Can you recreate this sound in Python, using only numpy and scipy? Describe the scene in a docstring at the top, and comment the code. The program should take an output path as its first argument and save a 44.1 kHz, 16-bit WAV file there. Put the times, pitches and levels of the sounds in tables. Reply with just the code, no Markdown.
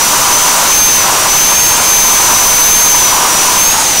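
"""Electric chainsaw cutting a log

The saw works in a yard, close to an overloaded mono microphone. The motor's fan whines
near 6 kHz and sags under load. The chain hisses round the bar, and its teeth make
the log ring near 1 kHz each time they bite."""
import sys
import numpy as np
from scipy import signal
from scipy.fft import rfft, irfft
from scipy.io import wavfile
from scipy.ndimage import uniform_filter1d

SR = 44100
rng = np.random.default_rng(int(sys.argv[2]) if len(sys.argv) > 2 else 0)


def to_wav(sig):
    """Store sig (one row per channel, or 1-D mono) as 16-bit WAV at the path in sys.argv[1].

    Samples outside -1..1 are clipped; the rate is SR.
    """
    pcm = np.clip(np.atleast_2d(sig), -1, 1) * 32767
    pcm = np.round(pcm).astype(np.int16)
    wavfile.write(sys.argv[1], SR, pcm.T)  # frames by channels


N = 176400
T = np.arange(N) / SR


def amp(db):
    """Turns decibels into a gain."""
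    return 10 ** (np.asarray(db) / 20)


def unit(x):
    """Scales x to an average (rms) size of 1."""
    return x / np.sqrt(np.mean(x ** 2) + 1e-20)


def curve(points):
    """Joins (time, value) rows with straight lines."""
    return np.interp(T, *np.transpose(points))


def wander(rate_hz):
    """A smooth random drift of size 1."""
    f = np.fft.rfftfreq(N, 1 / SR)
    return unit(irfft(rfft(rng.standard_normal(N)) / (1 + (f / rate_hz) ** 2), N))


def colour(x, spectrum):
    """Shapes the lows and highs of x, at size 1."""
    hz, db = np.transpose(spectrum)
    f = np.fft.rfftfreq(N, 1 / SR)
    return unit(irfft(rfft(x) * amp(np.interp(np.log(f + 1), np.log(hz), db)), N))


def resonate(x, hz, width_hz):
    """Lets x ring at the moving pitch hz, at size 1."""
    turn = np.exp(2j * np.pi * np.cumsum(hz) / SR)
    decay = np.exp(-np.pi * width_hz / SR)
    return unit((turn * signal.lfilter([1 - decay], [1, -decay], x / turn)).real)


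def noise(spectrum, level_db, flicker_db):
    """Shaped noise whose level flickers."""
    return colour(rng.standard_normal(N), spectrum) * amp(level_db + flicker_db * wander(rate_hz=18))


# Tone colour of the rumble: f/Hz, level/dB
RUMBLE_COLOUR = [(20, 2), (60, -1), (120, -5), (250, -16), (1000, -45)]

def rumble(whine_db):
    """A low rumble swells with the whine."""
    return noise(RUMBLE_COLOUR, -37.5 + 1.7 * whine_db, flicker_db=3)


# Tone colour of the fan's air: f/Hz, level/dB
AIR_COLOUR = [(20, -36), (3500, -25), (5300, -5), (6300, -0.5), (6900, -1), (7600, -6.5), (9200, -3.5),
              (10500, -12), (16000, -27)]
# Rise and fall of the air, widened below: t/s, level/dB
AIR_SWELL = [(0.0, -16.5), (0.47, -16.5), (0.58, -14.5), (0.82, -22.5), (1.2, -15.5), (1.31, -21),
             (1.84, -16.5), (1.99, -19), (2.28, -15), (2.67, -19), (3.5, -15.5), (3.68, -23.5), (3.8, -15),
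             (4.0, -21.5)]

def fan_air():
    """Air rushes through the fan and hisses around the whine."""
    swell = curve(AIR_SWELL)
    return noise(AIR_COLOUR, -15.5 + 1.5 * (swell - swell.mean()), flicker_db=.6)


# Tone colour of the fizz: f/Hz, level/dB
FIZZ_COLOUR = [(20, -47), (7000, -21), (10500, 2.5), (12800, 2.5), (16000, -0.5)]
# Rise and fall of the fizz, widened below: t/s, level/dB
FIZZ_SWELL = [(0.0, -21), (0.49, -21), (0.65, -21), (0.81, -19), (1.18, -22), (1.41, -20), (1.68, -19),
              (1.79, -22), (1.93, -18.5), (2.25, -20), (2.78, -18.5), (3.32, -22), (3.69, -19), (3.78, -25),
              (3.98, -22), (4.0, -31)]

def high_fizz():
    """A very high fizz comes and goes, mostly swelling with the whine."""
    swell = curve(FIZZ_SWELL)
    return noise(FIZZ_COLOUR, -17 + 3.3 * (swell - swell.mean()), flicker_db=1.2)


# Tone colour of the running chain: f/Hz, level/dB
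CHAIN_COLOUR = [(20, -3.5), (100, -2), (300, -1.05), (700, -1.1), (1800, -0.84), (2600, 0), (4000, -1),
                (5500, 0.5), (9000, -3), (11000, -9), (16000, -8)]

def chain_hiss(whine_db):
    """The chain hisses round the bar, a little louder when the whine is strong."""
    return noise(CHAIN_COLOUR, -10 + .26 * whine_db, flicker_db=.16)


# Pitch of the fan's whine: t/s, f/Hz
FAN_PITCH = [(0.0, 5865), (0.21, 6134), (0.64, 6068), (0.78, 6290), (0.85, 6310), (0.96, 6166),
             (1.13, 5841), (1.18, 5774), (1.24, 5884), (1.32, 6100), (1.6, 6361), (2.11, 6203),
             (2.32, 6070), (2.61, 6144), (2.82, 6345), (3.24, 5847), (3.34, 5840), (3.55, 6138),
             (3.78, 6610), (3.81, 6495), (3.97, 5955), (4.0, 5900)]

def fan_pitch():
    """Blades passing per second: the rate sags as the motor slows under load."""
    return uniform_filter1d(curve(FAN_PITCH), size=3000, mode="nearest")


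# Strength of the whine, before its boost: t/s, level/dB
WHINE_LEVEL = [(0, -18), (.03, -15.5), (.14, -19), (.25, -18), (.5, -13), (.59, -24), (.69, -12),
               (.85, -10), (1.01, -13), (1.11, -22), (1.25, -22), (1.32, -12), (1.65, -12), (1.74, -12.5),
               (1.79, -19.5), (1.9, -10.5), (2.32, -13.5), (2.73, -9.5), (2.95, -10.5), (3.07, -12.5),
               (3.26, -21), (3.41, -14), (3.52, -19), (3.61, -10.5), (3.73, -12.5), (3.78, -23),
               (3.9, -16.5), (3.95, -19), (3.97, -16), (4, -11)]
# How much the saw judders in the cut: t/s, amount/0-1
SAW_JUDDER = [(0, 0.26), (.2, 0.97), (.55, 0.83), (.72, 0.07), (3.7, .1), (3.8, .9), (4, 0.9)]
# Tones of the motor shaft: multiple of its turning rate, level/dB
SHAFT_TONES = [(1, -43), (2, -31.5), (14, -34), (16, -28)]
BLADES, RIPPLE_HZ, SIDE_GAP_HZ = 15, 100, 3898

def motor(blade_hz):
    """The fan whines over weak shaft tones; judder shakes the pitch and the whine's level."""
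    judder = curve(SAW_JUDDER)
    jitter_hz = 30 * judder * wander(rate_hz=57)
    phase = 2 * np.pi * np.cumsum(blade_hz + jitter_hz) / SR
    level_db = curve(WHINE_LEVEL)
    boost_db = 2.6 + .3 * np.maximum(level_db + 16.5, 0)
    flutter_db = (.75 + 2.4 * judder) * wander(rate_hz=64)
    mains_ripple = 1 + .04 * np.sin(2 * np.pi * RIPPLE_HZ * T)
    gain = amp(level_db + boost_db + flutter_db) * mains_ripple
    # Bending the wave adds a faint tone on each side of the whine, and its octave.
    side_bend = .19 * np.sin(2 * np.pi * SIDE_GAP_HZ * T)
    octave_bend = .56 * gain * np.sin(phase)
    whine = np.sin(phase + side_bend + octave_bend)
    upper_side = amp(-24) * resonate(rng.standard_normal(N), blade_hz + SIDE_GAP_HZ, width_hz=90)
    shaft = sum(amp(db) * np.sin(k * phase / BLADES + 2 * np.pi * rng.random())
                for k, db in SHAFT_TONES)
    return np.sqrt(2) * (gain * (whine + upper_side) + shaft)


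# Tones of the passing teeth: multiple of the tooth rate, relative level/dB
TOOTH_HUM = [(4, -27), (5, -27), (6, -24)]
TEETH_PER_TURN, TOOTH_SCATTER_DB = .49, 2

def teeth(blade_hz):
    """Each tooth strikes with its own strength, then scrapes; their fast beat makes a hum."""
    tooth_hz = blade_hz / BLADES * TEETH_PER_TURN * (1 + .008 * wander(rate_hz=60))
    passed = np.cumsum(tooth_hz) / SR
    strength = amp(TOOTH_SCATTER_DB * rng.standard_normal(4096))
    scrape, strike = .67, .71 * np.exp(-(passed % 1) / .3)
    force = unit(strength[passed.astype(int) % len(strength)] * (scrape + strike))
    hum = sum(amp(db + 3.5 * wander(rate_hz=14)) * np.sin(2 * np.pi * (k * passed + rng.random()))
              for k, db in TOOTH_HUM)
    return force, hum


# How hard the teeth bite: t/s, relative level/dB
BITE_LEVEL = [(0.0, -19.5), (0.11, -19.5), (0.12, -16.5), (0.47, -16.5), (0.65, -15.5), (0.75, -22.5),
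              (0.9, -23), (1.05, -15.5), (1.27, -17), (1.32, -24), (1.34, -12.5), (1.38, -20.5),
              (1.47, -21), (1.53, -14), (1.55, -25), (1.6, -21), (1.63, -24.5), (1.77, -15.5), (1.92, -21),
              (2.27, -16.5), (2.31, -10.5), (2.34, -17), (2.77, -22), (2.85, -16.5), (2.9, -24),
              (2.95, -13), (3.0, -22), (3.02, -11.5), (3.03, -20), (3.24, -14), (3.31, -17.5), (3.6, -17.5),
              (3.62, -23), (3.77, -19), (3.99, -25.5), (4.0, -16)]
# Notes at which the log and bar ring: f/Hz, width/Hz, relative level/dB
LOG_NOTES = [(976, 73, 0.5), (1020, 230, -3), (1170, 78, -14), (872, 110, -12), (613, 78, -14.5),
             (306, 46, -16.5)]
# The notes drop as the cut nears its end: t/s, pitch/ratio
LOG_PITCH = [(0, 1.003), (3.5, 1.004), (3.8, 0.924), (4, 0.87)]
# Tone colour of tearing wood fibres: f/Hz, level/dB
RASP_COLOUR = [(20, -33), (300, -14.5), (480, -9.5), (600, -4), (760, -5.5), (1080, -1.5), (1500, -2),
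               (1850, -15), (2800, -10.5), (5000, -22), (16000, -45)]

def log_cut(force, hum, whine_db):
    """The teeth ring the log; fibres rasp most when the bite is deep and the whine is weak."""
    bite_db = curve(BITE_LEVEL) + 15.5
    tuning = curve(LOG_PITCH)
    ring = sum(amp(db) * resonate(force * rng.standard_normal(N), hz * tuning, width)
               for hz, width, db in LOG_NOTES)
    ring = colour(ring, [(20, -14), (280, -3.5), (600, -2), (1400, -1.5), (2000, -2.5), (8000, -18)])
    rasp = colour(force * rng.standard_normal(N), RASP_COLOUR)
    rasp_db = -16.5 + 1.1 * bite_db - .28 * whine_db
    return amp(.97 * bite_db) * (amp(-13.5) * ring + hum) + amp(rasp_db) * rasp


def scene():
    """Chain, motor and cut at one spot, the same in both channels."""
    blade_hz = fan_pitch()
    level_db = curve(WHINE_LEVEL)
    whine_db = np.maximum(level_db - level_db.mean(), -7)  # above or below its average
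    saw = chain_hiss(whine_db) + fan_air() + high_fizz() + rumble(whine_db) + motor(blade_hz)
    force, hum = teeth(blade_hz)
    saw += log_cut(force, hum, whine_db)
    return np.array([saw, saw])


CLIP_LEVEL, CLIP_BIAS, CLIP_HARDNESS, TOP_HZ = .62, .11, 4, 15730

def record(dry):
    """The overloaded microphone squashes peaks a little lopsidedly; the highest treble is cut."""
    x = signal.resample_poly(dry, 2, 1, axis=1) / CLIP_LEVEL  # double rate limits false tones
    ceiling = 1 + CLIP_BIAS * np.sign(x)
    x = x / (1 + abs(x / ceiling) ** CLIP_HARDNESS) ** (1 / CLIP_HARDNESS)
    x = amp(.1) * CLIP_LEVEL * signal.resample_poly(x, 1, 2, axis=1)
    treble_cut = signal.firwin(801, TOP_HZ, window=("kaiser", 7), fs=SR)
    return signal.oaconvolve(x, treble_cut[None], "same")


dry = scene()
out = record(dry)
to_wav(out)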